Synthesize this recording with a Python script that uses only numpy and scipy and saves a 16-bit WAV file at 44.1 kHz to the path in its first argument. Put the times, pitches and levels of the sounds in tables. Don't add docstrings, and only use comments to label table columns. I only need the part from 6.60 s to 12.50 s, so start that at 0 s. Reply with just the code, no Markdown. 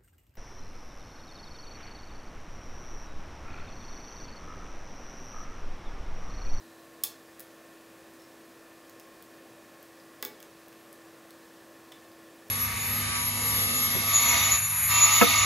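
import sys
import numpy as np
from scipy import signal
from scipy.fft import rfft, irfft
from scipy.io import wavfile
from scipy.ndimage import uniform_filter1d

SR = 44100
rng = np.random.default_rng(int(sys.argv[2]) if len(sys.argv) > 2 else 0)


def volts_from_db(level):
    exponent = np.asarray(level, float) / 20
    return 10 ** exponent


def store_pcm(level_fs):
    pcm = np.round(np.clip(level_fs, -1, 1) * 32767).astype(np.int16)
    wavfile.write(sys.argv[1], SR, np.atleast_2d(pcm).T)


N = 260190
TIME = np.arange(N) / SR
TOP_HZ = 15750
ROOM_PATHS = 3


def rms_one(x):
    return x / np.sqrt(np.mean(x ** 2))


def on_log_hz(table, hz):
    table_hz, value = np.transpose(table)
    return np.interp(np.log(np.maximum(hz, 1)), np.log(table_hz), value)


def walk(rate_hz):
    k = int(SR / rate_hz)
    held = np.repeat(rng.standard_normal(N // k + 1), k)
    return 1.1999 * uniform_filter1d(uniform_filter1d(held, k), k)[:N]


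def air():
    # freq_hz, level_db
    flow_spectrum = [(20, -33.5), (50, -28.5), (110, -16), (180, -16), (250, -14), (330, -15.5),
                     (520, -11.5), (700, -16), (900, -20), (1500, -20), (2100, -23.5), (4000, -26),
                     (11000, -30.5), (15500, -31.5)]
    # freq_hz, width_hz, lift_db
    housing = [(266.78, 53.05, 3), (569.34, 52.65, 2), (667, 50, 1.5), (1062, 126.2, 2.5),
               (1761.4, 85.44, 4), (2421, 55.8, -2.5), (2427.6, 49.3, 1.5)]
    level_db, sideband_db, sideband_width_hz = -54.5, 8, 1.3

    hz = np.arange(N // 2 + 1) * SR / N
    db = on_log_hz(flow_spectrum, hz)
    for centre_hz, width_hz, lift_db in housing:
        db += lift_db * np.exp(-.5 * ((hz - centre_hz) / width_hz) ** 2)

    sideband_hz = 230 + np.cumsum(rng.uniform(10, 40, size=100))
    nearest = np.interp(hz, sideband_hz, np.arange(100)).round().astype(int)
    strength = rng.uniform(0.1074, 1, size=100)[nearest]
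    db += sideband_db * strength * np.exp(-.5 * ((hz - sideband_hz[nearest]) / sideband_width_hz) ** 2)
    db -= 40 * (hz > TOP_HZ)

    spectrum = rfft(rng.standard_normal(N)) * volts_from_db(db)
    low = 1 / (1 + (hz / 900) ** 4)
    breathing = volts_from_db(0.2371 * walk(2.6432))
    flow = irfft(spectrum * low, N) * breathing
    hiss = irfft(spectrum * (1 - low), N)
    return volts_from_db(level_db) * rms_one(flow + hiss)


def fan_tones():
    # freq_hz, rms_db
    motor_tones = [(388.9, -73), (582.7, -73), (722.7, -76), (1079.4, -69), (1156.1, -76.5),
                   (1197.8, -83.5), (1403.7, -79), (1425.2, -87), (1514.1, -94), (1586.7, -93),
                   (1643.3, -82.5), (1715.9, -83), (1730.7, -72), (1771.1, -81.5), (1789.9, -72.5),
                   (1803.4, -79.5), (1874.7, -84.5), (1919.1, -84.5), (1938.0, -79), (2160.0, -84.5),
                   (2405.0, -82.5), (2452.1, -75), (2594.8, -86.5), (2636.5, -79)]
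    blade_hz, blade_db = 330.46, -58
    coil_hz, coil_db = 11635, -79

    out = volts_from_db(blade_db + .5 * walk(2)) * np.sin(2 * np.pi * blade_hz * TIME + .3 * walk(1))
    for hz, db in motor_tones:
        level = volts_from_db(db + 2.0 * walk(4.915))
        phase = 1.0497 * walk(2.9962) + rng.uniform(0, 2 * np.pi)
        out = out + level * np.sin(2 * np.pi * hz * TIME + phase)
    whine_hz = coil_hz + 7 * walk(8) + 4 * walk(34)
    whine = np.sin(2 * np.pi * np.cumsum(whine_hz) / SR)
    out = out + volts_from_db(coil_db + 2.5 * walk(6.3)) * whine
    return np.sqrt(2) * out


def drag():
    end_s, fade_s, centre_hz, width_hz, level_db = .25, .06, 4030, 260, -72
    edges_hz = [centre_hz - width_hz / 2, centre_hz + width_hz / 2]
    band = signal.butter(2, edges_hz, "band", fs=SR, output="sos")
    hiss = rms_one(signal.sosfilt(band, rng.standard_normal(N)))
    return volts_from_db(level_db) * hiss * np.clip((end_s - TIME) / fade_s + .5, 0, 1)


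def noise_fill():
    edges_hz = [4200, 5600, 6500, 8200, 9700, 11200, 12800, 14500, 16000]
    patches_per_s, level_db = 7, -62

    hz, frames, grid = signal.stft(rng.standard_normal(N), SR, nperseg=2048)
    mask = np.zeros(grid.shape)
    for at, band in rng.uniform(size=(int(patches_per_s * N / SR), 2)):
        k = int(band ** 1.5 * (len(edges_hz) - 1))
        inside = (hz > edges_hz[k]) & (hz < edges_hz[k + 1])
        mask[inside, int(at * len(frames))] = volts_from_db(-.3 * k)
    return volts_from_db(level_db) * signal.istft(grid * mask, SR, nperseg=2048)[1][:N]


def snap_contacts():
    snap_s = [
        .4362,
        .7952,
        3.6251,
        3.6504,
    ]
    # pick_db, bar_db, holder_db (re pins), pin_low_hz
    snap_paths = [(-10, -26, -38, 9881), (-13, -24, -25.5, 10126), (-8.5, -12.5, -13.5, 9986),
                  (-11.5, -25, -24, 12135)]
    # delay_ms, pin_peak_db, chatter_ms
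    bounces = [
        [(0, -13, .4), (.7, -6, .15), (3., -8.5, .55), (4.9, -25, .5), (12.5, -20, .5)],
        [(0, -29, .8), (6.7, -36, .4), (8.9, -26.5, .7), (13.8, -38, .5), (15.2, -38, 1.)],
        [(.2, -17, 1.3), (5, -35, 1.5)],
        [(0, -13.5, .2), (.8, -22, .4), (5., -33, .5), (7.6, -37, .6)],
    ]
    contacts = []
    for start_s, path, rows in zip(snap_s, snap_paths, bounces):
        for delay_ms, pin_db, chatter_ms in rows:
            contacts.append((start_s + delay_ms / 1000, pin_db, *path, chatter_ms))
    return contacts


def tick_contacts(pin_low_hz):
    # start_s, pin_peak_db, pick_db, bar_db (re pins)
    ticks = [(1.536, -47.5, -6.5, -18), (1.62, -50, -3, -14), (2.2957, -39, -6, -30.5),
             (2.3975, -39.5, -3.5, -14), (2.4025, -47.5, 0.5, -7), (2.6235, -38, -10.5, -24),
             (2.625, -37, -13.5, -20.5), (3.228, -40, -14.5, -19), (3.8026, -41, -6.5, -8.5),
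             (3.827, -39, 0, -6), (4.0824, -43, -9.5, -10.5), (4.127, -51.5, 1, 1.5),
             (4.212, -53, -10.5, -11), (4.328, -38, -10.5, -20.5), (4.706, -39.5, -4, -14),
             (5.3186, -44, -4, 0), (5.321, -44.5, 0.5, -4.5), (5.3249, -50.5, 3, 3.5), (5.516, -56, 3, -6),
             (5.883, -42, -20.5, -26.5)]
    holder_re_bar_db, chatter_ms = -6, .7
    return [(start_s, pin_db, pick_db, bar_db, bar_db + holder_re_bar_db, pin_low_hz, chatter_ms)
            for start_s, pin_db, pick_db, bar_db in ticks]


def chatter(grit, seconds):
    u = np.arange(len(grit)) / SR / max(seconds, 1e-4)
    shape = u * np.exp(-2 * u)
    limit = np.minimum(3 * shape / shape.max(), 1)
    burst = grit * np.abs(grit) * shape
    for _ in range(8):
        spectrum = rfft(burst)
        burst = irfft(spectrum / (np.abs(spectrum) + 1e-12), len(grit)) * limit
    return burst


def ring(modes, reach, chance, t):
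    scatter_db = 2.5
    low_hz, high_hz, bare_db = reach
    count = len(modes)
    hz, db, t60_s = np.transpose(modes)[:, :, None]
    sign = (-1) ** np.arange(count)[:, None]
    share = sign * volts_from_db(db + scatter_db * chance[:count, None])
    detune = 1 + .01 * chance[-count:, None]
    decay = np.exp(-np.log(1000) * t / t60_s)
    answer = np.sum(share * decay * np.sin(2 * np.pi * hz * detune * t), axis=0)
    answer[0] = volts_from_db(bare_db) * count
    band = signal.butter(3, (low_hz, high_hz), "band", fs=SR, output="sos")
    return signal.sosfilt(band, answer)


def lock():
    # freq_hz, level_db, t60_s
    pins = [(10300, 0, .005), (11000, -2, .004), (12000, 0, .005), (12800, -1, .005), (13600, -1, .004),
            (14400, -1, .004), (15300, 1, .004)]
    pick = [(4600, -3, .005), (4950, -1, .007), (5600, 0, .006), (6160, -3, .005), (7000, -4, .004),
            (8170, 0, .006), (8700, -3, .004)]
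    bar = [(2700, -1, .008), (3080, -3, .01), (3450, 0, .012), (3750, -3, .007)]
    holder = [(1024.8, -10, 0.01598), (1101.2, 10, 0.02153), (1494.7, 10.5, 0.02419), (1683.4, 7, 0.0482),
              (1984.4, 9, 0.0394), (2238.8, 2.5, 0.1401)]
    # low_hz, high_hz, bare_contact_db (re ring)
    radiation = [(10000, 18000, 10), (3900, 9000, 10), (2300, 4400, 6), (600, 2500, 3)]
    tick_patchiness, tick_bare_db = 2.2, -5

    out = np.zeros((ROOM_PATHS, N + SR))
    t = np.arange(SR // 8) / SR
    parts = (pins, pick, bar, holder)
    snaps = snap_contacts()
    contacts = snaps + tick_contacts(radiation[0][0])
    for n, (start_s, pin_db, pick_db, bar_db, holder_db, pin_low_hz, chatter_ms) in enumerate(contacts):
        light = n >= len(snaps)
        chance = rng.standard_normal((4, 14))
        chance[:, :7] *= tick_patchiness if light else 1
        force = chatter(rng.standard_normal(256), chatter_ms / 1000)
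        start = int(start_s * SR)
        part_db = (0, pick_db, bar_db, holder_db)
        for k, (low_hz, high_hz, bare_db) in enumerate(radiation):
            reach = (low_hz if k else pin_low_hz, high_hz, bare_db + light * tick_bare_db)
            answer = ring(parts[k], reach, chance[k], t)
            sound = (-1) ** k * signal.fftconvolve(answer, force)[:len(t)]
            level = volts_from_db(pin_db + part_db[k])
            out[n % ROOM_PATHS, start:start + len(t)] += level * sound / np.abs(sound).max()
    return out[:, :N]


def slides():
    squeak_db = [-52, -55, -54, -70, -57]
    squeak_s, squeak_gap_s, squeak_hz, squeak_t60_s = 1.598, .021, 5390, .035
    # freq_hz, t60_s
    shaft_ring = (4950, .009)
    bar_ring = (3510, .03)
    # start_s, level_db
    shaft_plucks = [
        (3.6265, -25),
        (3.4, -39),
        (5.517, -44),
        (.796, -41),
    ]
    bar_plucks = [
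        (.44, -31),
        (3.627, -35),
        (3.655, -42),
        (5.3185, -44),
        (5.336, -52),
        (5.366, -55),
    ]
    # freq_hz, level_db, t60_s
    bench = [(253.22, -5.5, 0.0862), (419.99, -0.5, 0.162), (494.7, -6.5, 0.2309), (778.54, -5.5, 0.0005),
             (858.46, -8.5, 0.2734), (1145.7, -5, 0.1369)]
    # start_s, peak_db, tilt_db_per_octave (above 430 Hz)
    knocks = [
        (.438, -68, 19),
        (3.626, -40.5, 0),
        (3.651, -43.5, -2),
        (3.659, -50.5, 2),
    ]
    onset_s = 0.0017

    rings = [(squeak_s + k * squeak_gap_s, squeak_hz, db, squeak_t60_s) for k, db in enumerate(squeak_db)]
    for (hz, t60_s), plucks in ((shaft_ring, shaft_plucks), (bar_ring, bar_plucks)):
        rings += [(start_s, hz, db, t60_s) for start_s, db in plucks]
    for start_s, db, tilt in knocks:
        rings += [(start_s, hz, db + share_db + tilt * np.log2(hz / 430), t60_s)
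                  for hz, share_db, t60_s in bench]

    out, t = np.zeros(N), np.arange(SR // 8) / SR
    for start_s, hz, db, t60_s in rings:
        start = int(start_s * SR)
        envelope = np.minimum(t / onset_s, 1) * np.exp(-np.log(1000) * t / t60_s)
        out[start:start + len(t)] += volts_from_db(db) * envelope * np.sin(2 * np.pi * hz * t)
    return out


def room(x):
    # freq_hz, t60_s
    decay_t60 = [(200, 0.762), (1000, 0.2881), (4000, 0.33163), (9000, 0.2153), (16000, 0.1553)]
    level_db, onset_s = -7, .004
    hz, frames_s, grid = signal.stft(rng.standard_normal(SR // 2), SR, nperseg=128)
    decay = volts_from_db(-60 * frames_s / on_log_hz(decay_t60, hz)[:, None])
    tail = signal.istft(grid * decay, SR, nperseg=128)[1]
    tail = signal.sosfilt(signal.ellip(8, .2, 40, TOP_HZ, fs=SR, output="sos"), tail)
    tail = tail * (1 - np.exp(-np.arange(len(tail)) / SR / onset_s))
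    return volts_from_db(level_db) * signal.fftconvolve(x, tail / np.sqrt(np.sum(tail ** 2)))[:N]


def scene():
    paths = [*lock(), slides()]
    mono = sum(x + room(x) for x in paths) + air() + fan_tones() + drag()
    return np.array([mono, mono])


def top_cut(x):
    return signal.sosfilt(signal.butter(12, 17140, fs=SR, output="sos"), x)


def record(dry):
    step = signal.ellip(5, .2, 24, TOP_HZ, fs=SR, output="sos")
    edge = signal.ellip(6, .2, 60, 16500, fs=SR, output="sos")
    mix = dry + [[1], [-1]] * noise_fill()
    return top_cut(signal.sosfilt(np.r_[step, edge], mix))


dry = scene()
out = record(dry)
store_pcm(out)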